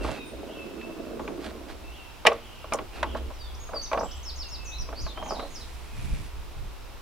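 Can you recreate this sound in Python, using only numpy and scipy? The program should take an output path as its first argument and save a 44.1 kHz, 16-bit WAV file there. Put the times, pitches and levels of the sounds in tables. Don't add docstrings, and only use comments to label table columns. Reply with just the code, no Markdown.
import sys
import numpy as np
from scipy import signal
from scipy.io import wavfile
from scipy.ndimage import uniform_filter1d

SR = 44100
rng = np.random.default_rng(int(sys.argv[2]) if len(sys.argv) > 2 else 0)


def store_pcm(level_fs):
    pcm = np.round(np.clip(level_fs, -1, 1) * 32767).astype(np.int16)
    wavfile.write(sys.argv[1], SR, np.atleast_2d(pcm).T)


N = 309141

# frequency_hz, level_db, t60_s
BOX_MODES = [(234.3, -16.5, 0.88), (295.7, -11.5, 0.29), (335.7, -12.5, 0.38), (366, -9.5, 0.093),
             (464, -2, 0.19), (557.7, 1, 0.17), (634, 10, 0.073), (668.1, 8.5, 0.075)]
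# offset_s, pitch_hz, level_db
THIN_WHISTLE = [(0, 9100, 2), (.04, 8680, 1)]
HIGH_WHISTLE = [(0, 6630, -0.5), (.05, 6590, 3.5)]
LOW_WHISTLE = [(0, 5000, -9.5), (0.024, 4650, 2.5), (0.065, 4500, -1.5)]
ARCH = [(0, 5360, -6), (.016, 6400, -1.5), (.032, 6030, 5.5), (.046, 4400, -9), (.056, 3430, -2)]
CHIP = [(0, 4450, -1), (0.013, 6530, 0)]
SQUEAK = [(0, 7250, -3), (.032, 7800, 1)]
SLUR = [(0, 5900, -4), (.015, 6920, -12.5), (.027, 5420, -6), (.048, 5405, 1), (.065, 4700, 2.5),
        (.083, 3380, -7)]
DIP = [(0, 7700, -12), (0.021, 6140, 2.5), (0.041, 5800, 4.5), (.068, 6660, -6)]
LOW_RISE = [(0, 3570, 2), (.025, 3970, 1.5), (.06, 3950, 0)]
HOOK = [(0, 5300, -4), (.02, 5900, -0.5), (0.053, 4950, -4.5)]
SWOOP = [(0, 4220, -7), (.04, 4950, 5), (.072, 6380, -3), (.095, 4610, -4), (.135, 3850, -1),
         (.175, 3500, -6)]
FALL = [(0, 6800, -5), (.018, 5180, 4), (.042, 4820, -3), (.056, 4600, -17), (.072, 4000, -2),
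        (0.101, 3590, -9)]


def knocks():
    # start_s, level_db, brightness_db_per_octave
    blows = [(0.046, -32, 1), (0.087, -35.5, -3), (0.812, -61, 21), (1.194, -36, -2), (1.277, -38, 7.5),
             (2.2515, -20, 0.5), (2.2635, -25, 12.5), (2.268, -9.5, 8), (2.2705, -12, -1),
             (2.317, -28.5, 1), (2.6425, -40.5, -2.5), (2.7225, -26.5, 3.5), (2.735, -34, 7),
             (2.745, -33.5, -10), (2.787, -33.5, 4), (3.029, -24, 4), (3.149, -33, -5.5),
             (3.302, -45, -2.5), (3.69, -44, -4), (3.734, -36.5, -3.5), (3.759, -39, -4),
             (3.915, -30, -0.5), (3.9305, -25, 1.5), (3.945, -30.5, -3.5), (3.9745, -28, -0.5),
             (4.008, -32.5, -5.5), (4.032, -36.5, -10), (4.888, -41, 0), (4.928, -39.5, -3.5),
             (5.065, -39, 0), (5.174, -37.5, 2.5), (5.225, -36, -0.5), (5.259, -39.5, 2.5),
             (5.307, -34, -3.5), (5.319, -35, -6), (5.395, -34, 1), (5.427, -44.5, -8.5)]
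    # start_s, level_db
    bumps = [(0.334, -38), (0.432, -36.5), (0.496, -39.5)]
    # frequency_hz, level_db, t60_s
    panel_modes = [(777, -5, 0.2), (861, 5, 0.085), (963, 1.5, 0.093), (1080, 2.5, 0.052), (1113, 6, 0.095),
                   (1204, -3, 0.03), (1260, -4, 0.06), (1324, -0.5, 0.07), (1558, -5, .05),
                   (1610, -2, 0.04)]
    # frequency_hz, level_db, t60_s
    iron_modes = [(1750, -1, 0.07), (1966, -5, 0.077), (2286, 8, 0.02), (2386, 4, 0.053), (2537, 0, 0.03),
                  (2800, -19, .04), (3350, -10, 0.018), (4030, -10.5, 0.046), (4960, -30, .03)]
    box_share_db, iron_share_db = -1, -11
    box_octaves, iron_octaves = -.8, 1.3
    panel_limit_db = -20.5
    out = np.zeros((2, N))
    for s, db, brightness in blows:
        add(out, s, from_db(db + box_share_db + brightness * box_octaves) * box_blow())
        panels = strike(panel_modes, crack_db=2, crack_t60=0.041, tail_db=-10.5, tail_t60=0.22,
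                        alike=0.86)
        add(out, s, from_db(min(db, panel_limit_db)) * panels)
        iron = strike(iron_modes, crack_db=4.5, crack_t60=0.041, tail_db=-28.5, tail_t60=0.41,
                      alike=0.72)
        add(out, s, from_db(db + iron_share_db + brightness * iron_octaves) * iron)
    for s, db in bumps:
        add(out, s, from_db(db) * box_blow())
    return out


def box_blow():
    return strike(BOX_MODES, crack_db=0, crack_t60=0.02, tail_db=-15.5, tail_t60=0.22, alike=0.87)


def ticks():
    # start_s, level_db
    touches = [(0.114, -52), (2.268, -24), (2.33, -52), (2.7354, -31.5), (2.743, -39), (2.755, -46),
               (3.03, -46.5), (3.931, -52), (4.821, -52)]
    # frequency_hz, level_db, t60_s
    steel_modes = [(5520, 4, 0.061), (5720, 4, .04), (6730, 4, 0.03), (7760, -20, 0.0067), (8900, 5, 0.03),
                   (10400, -10, .02), (13200, -8, .012)]
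    out = np.zeros((2, N))
    for s, db in touches:
        tick = strike(steel_modes, crack_db=0.5, crack_t60=0.016, tail_db=-22, tail_t60=0.13,
                      alike=0.071)
        add(out, s, from_db(db) * tick)
    return out


def strike(modes, crack_db, crack_t60, tail_db, tail_t60, alike):
    t = np.arange(SR // 3) / SR
    hz, db, t60 = np.array(modes).T[:, :, None]
    attack = slice(SR // 110)
    strengths = from_db(db + rng.normal(0, 4.3, db.shape)) * rng.choice([-1, 1], db.shape)
    ring = np.sum(strengths * np.sin(2 * np.pi * hz * t) * from_db(-60 * t / t60), axis=0)
    fade = from_db(-60 * t / crack_t60) + from_db(tail_db - 60 * t / tail_t60)
    crack = coloured(rng.standard_normal((2, 2, len(t))) * fade, modes, [(1000, alike)])
    blow = ring / ring[attack].std() + from_db(crack_db) * crack / crack[:, attack].std()
    return blow / blow[:, attack].std()


def handling():
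    # time_s, level_db
    lift = [(0.0, -35), (0.1, -39.5), (0.31, -48.5), (0.32, -45), (1.35, -38), (1.98, -57), (2.2, -84)]
    # start_s, length_s, level_db
    drags = [(2.7, .16, -41), (2.92, 0.4, -44), (4.8, 0.87, -53)]
    # start_s, length_s, level_db
    groans = [(3.71, 0.033, -43.5), (3.94, 0.14, -37.5), (5.15, 0.33, -42)]
    # start_s, length_s, level_db
    slides = [(0, 0.2, -41), (1.40, 0.12, -44), (1.68, 0.055, -45), (2.93, 0.094, -45), (3.16, 0.032, -44),
              (3.30, 0.0072, -63)]
    # start_s, length_s, level_db
    rubs = [(0, 0.16, -57), (5.15, 0.92, -56.5), (5.95, 0.36, -52.5)]
    # frequency_hz, density_db
    grind_colour = [(150, -11.5), (220, -5), (300, 4.5), (420, -3), (640, -20.5), (800, -5.5), (1100, -5),
                    (1600, -22), (3000, -60)]
    groan_colour = [(195, -4), (235, 9), (320, -35), (470, -13), (660, 5), (900, 8.5), (1300, -29)]
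    slide_colour = [(450, 8), (750, 10.5), (1100, 1), (1650, 7.5), (2200, 0), (4200, -2), (6000, -15),
                    (9500, -10.5), (13000, -36)]
    rub_colour = [(1500, 8), (3500, 4.5), (6500, -0.5), (9000, 1.5), (12000, -25), (15000, -13)]
    effort = gain_curve(lift) * from_db(2) + strokes(drags)
    slips = friction(grind_colour, slips_per_s=700, spread_db=2.0, alike=0.55)
    grind = effort * through_box(slips, ring_db=4.0)
    groan = strokes(groans) * friction(groan_colour, slips_per_s=580, spread_db=-3.5, alike=0.65)
    slide = strokes(slides) * friction(slide_colour, slips_per_s=3000, spread_db=3.0, alike=0.89)
    rub = strokes(rubs) * friction(rub_colour, slips_per_s=4400, spread_db=-2.5, alike=0.55)
    return grind + slide + groan + rub


def friction(colour, slips_per_s, spread_db, alike):
    sizes = from_db(spread_db * np.minimum(rng.exponential(1, N), 4))
    slipping = rng.random(N) < slips_per_s / SR
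    impulses = sizes * slipping * rng.standard_normal((2, 2, N)) + 1e-18
    return evened(coloured(impulses, colour, [(1000, alike)]), span_s=0.126)


def through_box(x, ring_db):
    t = np.arange(SR // 4) / SR
    hz, db, t60 = np.array(BOX_MODES).T[:, :, None]
    response = np.sum(from_db(db) * np.sin(2 * np.pi * hz * t) * from_db(-60 * t / t60), axis=0)
    ring = rms_one(signal.fftconvolve(x, response[None], axes=1)[:, :N])
    return evened(x + from_db(ring_db) * ring, span_s=0.127)


def near_bird(clear_waver, hoarse_waver):
    # start_s, syllable, level_db
    song = [(0.258, THIN_WHISTLE, -55), (1.21, HIGH_WHISTLE, -62.5), (3.324, HOOK, -59),
            (3.385, LOW_WHISTLE, -49), (3.544, CHIP, -48.5), (3.598, HIGH_WHISTLE, -49.5),
            (3.742, LOW_WHISTLE, -35.5), (3.813, ARCH, -39.5), (3.99, CHIP, -39), (4.032, SQUEAK, -48),
            (4.111, CHIP, -41), (4.15, SQUEAK, -55), (4.229, SLUR, -38.5), (4.357, SLUR, -38.5),
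            (4.484, SLUR, -41), (4.643, DIP, -45.5), (4.718, LOW_RISE, -45), (4.781, HOOK, -40),
            (4.953, SWOOP, -43.5), (5.235, HIGH_WHISTLE, -54), (5.281, FALL, -42), (5.385, LOW_RISE, -49),
            (5.5, HIGH_WHISTLE, -56), (5.541, FALL, -44)]
    fade_s = 0.0024
    out, flutter = np.zeros(N), drift(rate_hz=300)
    for s, syllable, db in song:
        times, pitches, levels = np.transpose(syllable)
        t = np.arange(0, times[-1], 1 / SR)
        fade = np.minimum(1, np.minimum(t, t[-1] - t) / fade_s)
        envelope = from_db(db + np.interp(t, times, levels)) * fade
        waver = np.interp(s, [4.2, 5.0], [clear_waver, hoarse_waver])
        hz = np.interp(t, times, pitches) * (1 + waver * flutter[int(s * SR):][:len(t)])
        add(out, s, envelope * tone(hz))
    return out


def far_birds():
    # start_s, length_s, start_hz, end_hz, level_db
    whistles = [(0, 0.051, 2800, 2610, -52), (.09, .17, 2770, 2408, -55.5), (.16, 0.15, 3790, 3670, -60.5),
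                (.55, 0.12, 2666, 2580, -54.5), (.79, 0.095, 2590, 2690, -54), (.92, 0.11, 2610, 2654, -62),
                (1.83, .09, 2605, 2750, -60), (1.97, .1, 2860, 2615, -58), (3.4, .12, 3950, 3230, -59.5),
                (4.425, 0.068, 2925, 2610, -58), (4.56, 0.22, 2663, 2560, -57),
                (5.155, 0.067, 3046, 3250, -52)]
    # start_s, length_s, pitch_hz, level_db
    trills = [(0.465, 0.14, 2985, -58.5), (1.91, .1, 3000, -59.5), (2.365, .33, 2936, -60.5),
              (2.899, 0.148, 2640, -59), (3.05, .1, 3086, -56), (4.038, 0.18, 3060, -57.5),
              (5.85, 0.4, 2410, -63.5)]
    sag = .08
    sinking = [(s, length, hz * (1 + sag / 2), hz * (1 - sag / 2), db) for s, length, hz, db in trills]
    return far_calls(whistles, warble=.01) + far_calls(sinking, warble=.08)


def far_calls(rows, warble):
    out, wobble = np.zeros(N), drift(rate_hz=169)
    for s, length, start_hz, end_hz, db in rows:
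        envelope = swell(length)
        glide_hz = np.linspace(start_hz, end_hz, len(envelope))
        hz = glide_hz * (1 + warble * wobble[int(s * SR):][:len(envelope)])
        add(out, s, from_db(db) * envelope * tone(hz))
    return out


def wind():
    # time_s, level_db
    breeze_levels = [(0.0, -60), (0.82, -61), (1.02, -57.5), (2.6, -56), (3.2, -48), (5.9, -49),
                     (6.09, -48), (7.01, -51.5)]
    # start_s, length_s, rumble_db, edge_db
    nudges = [(0.01, 0.15, -58, -42.5), (4.793, 0.06, -36.5, -44), (5.009, 0.067, -35, -43),
              (5.916, 0.35, -45, -37.5), (6.115, 0.049, -29.5, -36), (6.357, 0.063, -45, -54),
              (6.55, 0.17, -42, -48)]
    # frequency_hz, density_db
    rumble_colour = [(15, -5.5), (30, -7.5), (45, -6.5), (70, -21), (140, -58)]
    edge_colour = [(50, 2), (85, -3.5), (115, -1.5), (160, -9.5), (260, -19.5), (600, -36)]
    breeze = gain_curve(breeze_levels)
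    rumble_gain = breeze * from_db(7) + strokes([(s, length, db) for s, length, db, _ in nudges])
    edge_gain = from_db(-53.5) * (breeze / breeze.mean()) ** 0.13
    edge_gain += strokes([(s, length, db) for s, length, _, db in nudges])
    rumble = rumble_gain * evened(air_noise(rumble_colour), span_s=0.06)
    edge = edge_gain * evened(air_noise(edge_colour), span_s=0.25)
    return rumble + edge * from_db([[-1.3], [1.3]])


def distant_motors():
    # time_s, level_db
    drone_levels = [(0.0, -47), (0.49, -56), (0.84, -60), (1.48, -51), (2.6, -63), (3.18, -43), (3.98, -57),
                    (4.53, -47.5), (5.48, -55.5), (5.92, -47), (6.83, -50.5), (7.01, -58)]
    # start_s, length_s, start_hz, end_hz, level_db
    engine = (2.0, 1.5, 87.5, 109, -55.5)
    drone_hz = 60.8 + 3.08 * drift(rate_hz=3.87)
    ear_offset_cycles = 0.13 * np.array([drift(rate_hz=6.0), drift(rate_hz=6.6)])
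    cycles = np.cumsum(drone_hz) / SR + ear_offset_cycles
    drone_gain = gain_curve(drone_levels) * from_db(6.5 + 5.1 * drift(rate_hz=5.3))
    out = drone_gain * np.sin(2 * np.pi * cycles)
    s, length, start_hz, end_hz, db = engine
    envelope = swell(length)
    add(out, s, from_db(db) * envelope * tone(np.linspace(start_hz, end_hz, len(envelope))))
    return out


def garden_hush():
    # frequency_hz, density_db
    hush_colour = [(53, -43), (90, -0.5), (151, -13), (342, -5.5), (515, -9), (1000, -7.5), (1920, -17.5),
                   (2650, -13.5), (3220, -16.5), (4740, -19.5), (7290, -26), (14500, -27.5), (15500, -34)]
    return from_db(-48) * air_noise(hush_colour)


def air_noise(colour):
    # frequency_hz, correlation
    likeness = [(30, 0.29), (120, -0.26), (300, 0.21), (1000, 0.52), (2500, 0.57), (5000, 0.26),
                (12000, -0.097)]
    return coloured(rng.standard_normal((2, 2, N)), colour, likeness)


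def outdoors(x, t60, wet_db, direct_db):
    t = np.arange(SR) / SR
    scatter = rng.standard_normal((2, SR)) * from_db(-60 * t / t60) * (1 - np.exp(-t / 0.0021))
    scatter /= np.sqrt(np.sum(scatter ** 2, axis=1, keepdims=True))
    tail = signal.fftconvolve(x[None], scatter, axes=1)[:, :N]
    return from_db(direct_db) * x + from_db(wet_db) * tail


def from_the_right(x, delay_samples):
    return np.array([np.pad(x[0], (delay_samples, 0))[:N], x[1]])


def coloured(sources, colour, likeness):
    lowest, highest = colour[0][0], colour[-1][0]
    edges = np.geomspace(lowest, highest, int(2 * np.log2(highest / lowest)) + 2)
    out = 0
    for k, (low, high) in enumerate(zip(edges, edges[1:])):
        mid, side = band(sources[k % 2], low, high)
        hz = np.sqrt(low * high)
        alike = np.clip(at_hz(likeness, hz), -1, 1)
        stereo = np.sqrt(1 + alike) * mid + np.sqrt(1 - alike) * side * [[1], [-1]]
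        out = out + from_db(at_hz(colour, hz)) * stereo
    return rms_one(out)


def band(x, low_hz, high_hz):
    edges = [low_hz, min(high_hz, SR / 2 - 500)]
    return signal.sosfilt(signal.butter(2, edges, "band", fs=SR, output="sos"), x)


def at_hz(points, hz):
    return np.interp(np.log(hz), np.log(np.array(points)[:, 0]), np.array(points)[:, 1])


def tone(hz):
    return np.sin(2 * np.pi * np.cumsum(hz) / SR)


def drift(rate_hz):
    hop = 40
    pole = np.exp(-2 * np.pi * hop * rate_hz / SR)
    noise = rng.standard_normal(N // hop + 2002)
    slow = signal.lfilter([1], [1, -2 * pole, pole * pole], noise)[2000:]
    return np.interp(np.arange(N) / hop, np.arange(len(slow)), rms_one(slow))


def swell(length_s):
    angle = np.linspace(0, np.pi, max(8, int(length_s * SR)))
    return np.sqrt(np.pi / 2 * np.abs(np.sin(angle)))


def strokes(rows):
    gain = np.zeros(N)
    for s, length, db in rows:
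        add(gain, s, from_db(db) * swell(length))
    return gain


def gain_curve(rows):
    times, levels = np.transpose(rows)
    return from_db(np.interp(np.arange(N) / SR, times, levels))


def evened(x, span_s):
    power = uniform_filter1d(np.mean(x ** 2, axis=0), max(2, int(span_s * SR)))
    return x / np.sqrt(power + 1e-6)


def rms_one(x):
    return x / np.sqrt(np.mean(x ** 2) + 1e-20)


def from_db(db):
    return 10 ** (np.asarray(db) / 20)


def add(out, start_s, sound):
    i = max(0, round(start_s * SR))
    out[..., i:i + sound.shape[-1]] += sound[..., :N - i]


def scene():
    song = near_bird(clear_waver=.005, hoarse_waver=0.05)
    near = outdoors(song, t60=0.38, wet_db=0.0, direct_db=1.0)
    far = outdoors(far_birds(), t60=0.99, wet_db=7.0, direct_db=7.0)
    cabinet = (knocks() + ticks()) * from_db([[-.4], [.4]]) + handling() * from_db([[-2.2], [1.6]])
    background = (wind() + garden_hush() + distant_motors()) * from_db([[-.5], [.5]])
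    return from_the_right(cabinet + near, delay_samples=1) + far + background


def record(dry):
    ceiling, cutoff_hz = 1.1, 15800
    low_pass = signal.ellip(10, .1, 80, cutoff_hz, fs=SR, output="sos")
    return signal.sosfilt(low_pass, ceiling * np.tanh(dry / ceiling))


dry = scene()
out = record(dry)
store_pcm(out)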